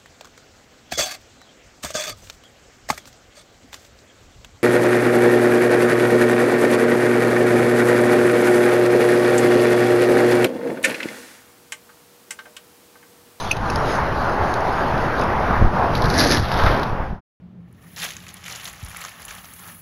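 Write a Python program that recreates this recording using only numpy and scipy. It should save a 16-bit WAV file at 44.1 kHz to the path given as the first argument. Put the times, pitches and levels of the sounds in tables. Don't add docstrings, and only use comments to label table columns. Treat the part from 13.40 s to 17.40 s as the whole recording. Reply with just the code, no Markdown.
import sys
import numpy as np
from scipy import signal
from scipy.fft import rfft, irfft, next_fast_len
from scipy.io import wavfile
from scipy.ndimage import uniform_filter1d, map_coordinates

SR = 44100
rng = np.random.default_rng(int(sys.argv[2]) if len(sys.argv) > 2 else 0)


def level_to_linear(level):
    exponent = np.asarray(level, float) / 20
    return 10 ** exponent


def wav_out(sig):
    wavfile.write(sys.argv[1], SR, np.round(np.clip(np.atleast_2d(sig).T, -1, 1) * 32767).astype(np.int16))


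N = 176400


def unit(x):
    return x / np.sqrt(np.mean(x ** 2) + 1e-20)


def along(points, hz):
    f, level_db = np.transpose(points)
    return np.interp(np.log(hz + 1), np.log(f + 1), level_db)


def curve(rows, outside_db=None):
    s, level_db = np.transpose(rows)
    return np.interp(np.arange(N) / SR, s, level_db, outside_db, outside_db)


def wobble(rate):
    knots = rng.standard_normal(400)
    return map_coordinates(knots, [np.arange(N) * rate / SR])


def filtered(x, response):
    size = next_fast_len(len(x) + 8192)
    spectrum = rfft(x, size) * response(np.fft.rfftfreq(size, 1 / SR))
    return irfft(spectrum, size)[:len(x)]


def rush(spectrum, patchy_db):
    z = signal.stft(rng.standard_normal(N), nperseg=512)[2]
    patches = uniform_filter1d(rng.standard_normal(z.shape), size=6, axis=0)
    patches = uniform_filter1d(patches, size=12, axis=1)
    noise = signal.istft(z * level_to_linear(patchy_db * unit(patches)), nperseg=512)[1][:N]
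    return unit(filtered(noise, lambda hz: level_to_linear(along(spectrum, hz))))


def band_unit(x, lo_hz, hi_hz):
    return x / np.std(filtered(x, lambda hz: (hz > lo_hz) & (hz < hi_hz)))


def add(track, s, sound):
    part = track[round(s * SR):][:len(sound)]
    part += sound[:len(part)]


# t/s, level/dB
CITY = [(0.0, -28), (0.15, -30), (0.33, -22.5), (1.79, -22.5), (1.96, -21), (2.24, -22.5), (2.31, -27.5),
        (2.36, -21.5), (2.75, -22), (2.81, -20.5), (2.89, -26.5), (2.95, -21.5), (3.03, -30.5),
        (3.22, -20.5), (3.45, -22.5), (3.6, -24)]
# f/Hz, level/dB (per Hz)
TRAFFIC = [(40, -6.5), (200, -4.5), (450, -3), (850, 1), (1600, -7.5), (2100, -16.5), (3500, -29),
           (6000, -36)]


def traffic():
    roar = band_unit(rush(TRAFFIC, patchy_db=1.5), 500, 1500)
    return level_to_linear(curve(CITY) + .6 * wobble(8)) * roar


# t/s, level/dB
WIND = [(0, -33.5), (.2, -27.5), (.45, -27.5), (.68, -27.5), (1.4, -31), (1.6, -24), (1.75, -28),
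        (2.13, -25.5), (2.21, -22), (2.3, -28.5), (2.5, -27), (2.7, -23), (3.1, -25), (3.27, -23.5),
        (3.38, -30), (3.6, -24), (3.72, -16), (3.8, -16)]
# f/Hz, level/dB (per Hz)
BUFFET = [(8, -20), (24, -4), (45, -4), (90, -2), (200, -9), (400, -26), (1000, -53.5)]


def buffeting():
    gust_db, gusts_per_s = 1.5, 26
    gusts = level_to_linear(gust_db * wobble(gusts_per_s)) * rush(BUFFET, patchy_db=-1.0)
    return level_to_linear(curve(WIND) + 0.5) * unit(gusts)


# t/s (collapse), level/dB (peak), build-up/s, suction over peak
POPS = [(2.198, -16, .02, .8), (2.2165, -7, .005, .9), (2.2255, -1, .004, .6), (2.2495, -1, .004, -.2),
        (2.2585, -30, .004, 10), (2.263, -30, .004, 14), (2.275, -30, .004, 6), (2.642, -13, .006, .5),
        (2.65, -8, .003, .1), (3.247, -9, .012, .6), (3.2695, -11, .004, 1.3), (3.31, -15, .006, 1.2),
        (3.336, -15, .008, .6), (3.532, -14, .015, .9), (3.604, -10, .01, .8), (3.628, -20, .006, 3),
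        (3.712, -4, .004, .3), (3.729, -4, .002, .8), (3.734, -4, .002, .6)]


def port_pops():
    collapse_s, recover_s, lead_s = .0011, .009, .1
    out, t = np.zeros(N), np.arange(8000) / SR - lead_s
    for s, db, build_s, suction in POPS:
        build = np.exp(-(t / build_s) ** 2 / 2)
        suck = -suction * np.exp(-np.abs(t) / recover_s)
        push = np.where(t < 0, build, suck)
        push = filtered(push, lambda f: np.exp(-(np.pi * f * collapse_s) ** 2 / 2))
        add(out, s - lead_s, level_to_linear(db) * push)
    return out


# t/s, level/dB
RUSTLE = [(0, -31.5), (.08, -38.5), (.18, -44), (.27, -41), (.5, -39.5), (.7, -46), (1.84, -44.5),
          (1.89, -53.5), (2.5, -54)]
# f/Hz, level/dB (per Hz)
NYLON = [(1500, -7), (3000, -1.5), (4500, -1), (5500, -7), (7000, -0.5)]


def rustle():
    cloth = band_unit(rush(NYLON, patchy_db=3.5), 3800, 7130)
    return level_to_linear(curve(RUSTLE, outside_db=-120) - 2.5 + 2.2 * wobble(14)) * cloth


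# t/s, length/s, f/Hz (first pitch), f/Hz (last pitch), level/dB
SWISHES = [
    (.24, .05, 4700, 3900, -47),
    (.35, .09, 5450, 5600, -46),
    (.44, .065, 3700, 5700, -45),
    (.5, .05, 5200, 5100, -44),
    (.58, .06, 5500, 5300, -50),
    (.88, .06, 4800, 5300, -48),
    (1.31, .04, 5200, 5200, -50),
    (1.77, .08, 4700, 5300, -45),
]


def swishes():
    rough_hz, trim_db = 120, 1.5
    out = np.zeros(N)
    for s, length, first_hz, last_hz, db in SWISHES:
        stroke = np.arange(round(length * SR)) / (length * SR)
        fuzz = filtered(rng.standard_normal(8000), lambda f: 1 / (1 + (f / rough_hz) ** 2))
        fuzz = unit(fuzz[:len(stroke)])
        pitch_hz = first_hz + (last_hz - first_hz) * stroke
        tone = np.sin(2 * np.pi * np.cumsum(pitch_hz) / SR)
        add(out, s, level_to_linear(db + trim_db) * np.sin(np.pi * stroke) ** .5 * fuzz * tone)
    return out


# t/s, level/dB (peak), level/dB (bright modes)
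CLINKS = [
    (.1110, -9, -24),
    (.1138, -5, -11),
    (.1245, -21, -19),
    (.1285, -20, -19),
    (.167, -29, -8),
    (.2995, -20.5, -11),
    (1.8218, -24, -19),
    (3.49, -32, -28),
]
# f/Hz, level/dB, t60/s
RAIL = [(2590, 0, .026), (2440, -15, .02), (2720, -12, .025), (2530, -33, .15)]
# f/Hz, level/dB, t60/s
RAIL_BRIGHT = [(6280, 7, .02), (5800, -5, 0.027), (5100, -9, .02)]


def rail():
    out, t = np.zeros(N), np.arange(5000) / SR

    def ring(modes):
        total = np.zeros(len(t))
        for hz, db, t60 in modes:
            decay = level_to_linear(db + rng.normal(0, .8) - 60 * t / t60)
            total += decay * np.sin(2 * np.pi * hz * t)
        return total

    for s, db, bright_db in CLINKS:
        clink = ring(RAIL) + level_to_linear(bright_db) * ring(RAIL_BRIGHT)
        onset = 1 - np.exp(-t / .0006)
        add(out, s, level_to_linear(db) * clink * onset)
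    return out


# t/s, level/dB (peak), f/Hz
# (pitch), t60/s
SNAPS = [(0.114, -20.5, 4600, 0.057), (.1135, -14, 6380, .03), (.167, -27.5, 4100, 0.045),
         (0.3007, -21.5, 5220, 0.024), (0.358, -16.5, 4800, 0.016), (.358, -25, 7200, .01),
         (.553, -26, 6500, .08), (1.1394, -22, 4060, 0.01), (1.14, -17.5, 6560, .01),
         (1.206, -28, 6200, 0.017), (1.578, -27, 4200, .02), (1.794, -27.5, 4900, .02),
         (1.797, -13.5, 900, 0.025), (1.836, -29, 5300, .02), (1.813, -23, 6050, 0.011),
         (2.5365, -27, 3020, .04), (2.5511, -17.5, 3540, 0.035), (2.568, -26.5, 4200, .05),
         (2.62, -20.5, 3730, 0.04), (2.64, -20.5, 4130, 0.062), (2.655, -21, 4410, .04),
         (2.7, -16, 3980, 0.022), (2.701, -18.5, 6300, .02), (2.7381, -20, 5000, 0.045),
         (2.7792, -10.5, 5950, 0.025), (2.787, -11, 5240, 0.014), (2.796, -9.5, 5270, 0.014),
         (2.802, -9, 4520, 0.027), (2.8114, -11.5, 1400, 0.018), (2.813, -13, 4200, .015),
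         (2.838, -12.5, 5500, .015), (2.8553, -8.5, 608, .04), (2.865, -15.5, 4550, .015),
         (2.873, -8.5, 5800, 0.021), (2.8948, -16, 5550, .012), (2.9122, -6.5, 5500, 0.014),
         (2.92, -7.5, 4550, 0.01), (2.934, -12, 4490, .025), (2.9469, -8, 4700, 0.011),
         (2.948, -15.5, 1510, .02), (2.9704, -17, 3400, 0.018), (2.981, -18, 4480, .012),
         (3.051, -24.5, 3660, 0.035), (3.119, -22, 4510, 0.043), (3.1765, -26.5, 5190, .015),
         (3.262, -13, 1500, 0.16), (3.396, -27, 4730, 0.014), (3.4313, -20.5, 3900, 0.049)]


def snaps():
    rise_s, width = .0003, .55
    out, t = np.zeros(N), np.arange(4000) / SR
    for s, db, hz, t60 in SNAPS:

        def resonance(f):
            damping = 1j * f * width * hz
            return (damping / (hz * hz - f * f + damping)) ** 2

        burst = rng.standard_normal(len(t)) * level_to_linear(-60 * t / t60) * (1 - np.exp(-t / rise_s))
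        burst = filtered(burst, resonance)
        add(out, s, level_to_linear(db) * burst / np.abs(burst).max())
    return out


# t/s, level/dB
UNFOLD = [(2.5, -52), (2.56, -42), (2.68, -41), (2.75, -31), (2.805, -22), (2.885, -28.5), (2.925, -22.5),
          (2.97, -31), (3.04, -42)]
# f/Hz, level/dB (per Hz)
CLOTH = [(100, 2), (300, 17), (800, -2.5), (1700, 8.5), (2900, -7.5), (3600, -2), (4600, 3), (6300, -3.5)]
# t/s, level/dB
FLUTTER = [(2.98, -55.5), (3.03, -39.5), (3.1, -38), (3.2, -33.5), (3.27, -32.5), (3.34, -38),
           (3.42, -44.5), (3.5, -47.5)]
# f/Hz, level/dB (per Hz)
SLACK_CLOTH = [(100, -8.5), (400, 7.5), (1600, 13), (2400, 1), (3500, 4), (5000, -1), (6500, -8.5)]


def canopy():
    creases_per_s, spread_db, crease_t60, crease_share = 260, 7, .0038, .23
    sizes = level_to_linear(spread_db * np.minimum(rng.exponential(size=N), 2))
    kicks = (rng.random(N) < creases_per_s / SR) * sizes
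    crease_power = signal.lfilter([1], [1, -level_to_linear(-120 / (crease_t60 * SR))], kicks ** 2)
    creases = unit(np.sqrt(np.abs(crease_power)))
    texture = np.sqrt(1 - crease_share + crease_share * creases ** 2) * level_to_linear(0.8 * wobble(40))
    out = np.zeros(N)
    for effort, colour in ((UNFOLD, CLOTH), (FLUTTER, SLACK_CLOTH)):
        cloth = band_unit(texture * rush(colour, patchy_db=0.5), 2500, 5400)
        out += level_to_linear(curve(effort, outside_db=-120)) * cloth
    return out


def scene():
    background = traffic() + buffeting() + port_pops()
    jumper = rustle() + swishes() + rail()
    parachute = snaps() + canopy()
    return (background + jumper + parachute)[None]


# f/Hz, level/dB
GUARD = [(5500, 0), (6500, -5.5), (7000, -14), (7500, -27.5), (7900, -57.5)]
# f/Hz, level/dB
TOP = [(14200, 1), (14300, -8.5), (14900, -49.5)]


def slow_converter(x):
    sample_hz, mirror_edge_hz = 16000, 8530
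    x = filtered(x, lambda hz: level_to_linear(along(GUARD, hz)) * (hz < sample_hz / 2))

    def mirror_band(hz):
        straight_lines = (sample_hz / np.maximum(hz, 1) - 1) ** 2
        return straight_lines * (hz > mirror_edge_hz) * level_to_linear(along(TOP, hz))

    carrier = 2 * np.cos(2 * np.pi * sample_hz * np.arange(N) / SR)
    return x + filtered(x * carrier, mirror_band)


def band_limit(x):
    return signal.sosfilt(signal.butter(12, 15250, fs=SR, output="sos"), x)


def record(dry):
    ceiling, offset = .95, -.021
    fade_from_s, fade_to_s = 3.384, 3.807
    x = dry[0] / (1 + np.abs(dry[0] / ceiling) ** 4) ** .25
    x = slow_converter(x) + offset
    fade = np.clip((fade_to_s - np.arange(N) / SR) / (fade_to_s - fade_from_s), 0, 1)
    return band_limit((x * fade)[None])


dry = scene()
out = record(dry)
wav_out(out)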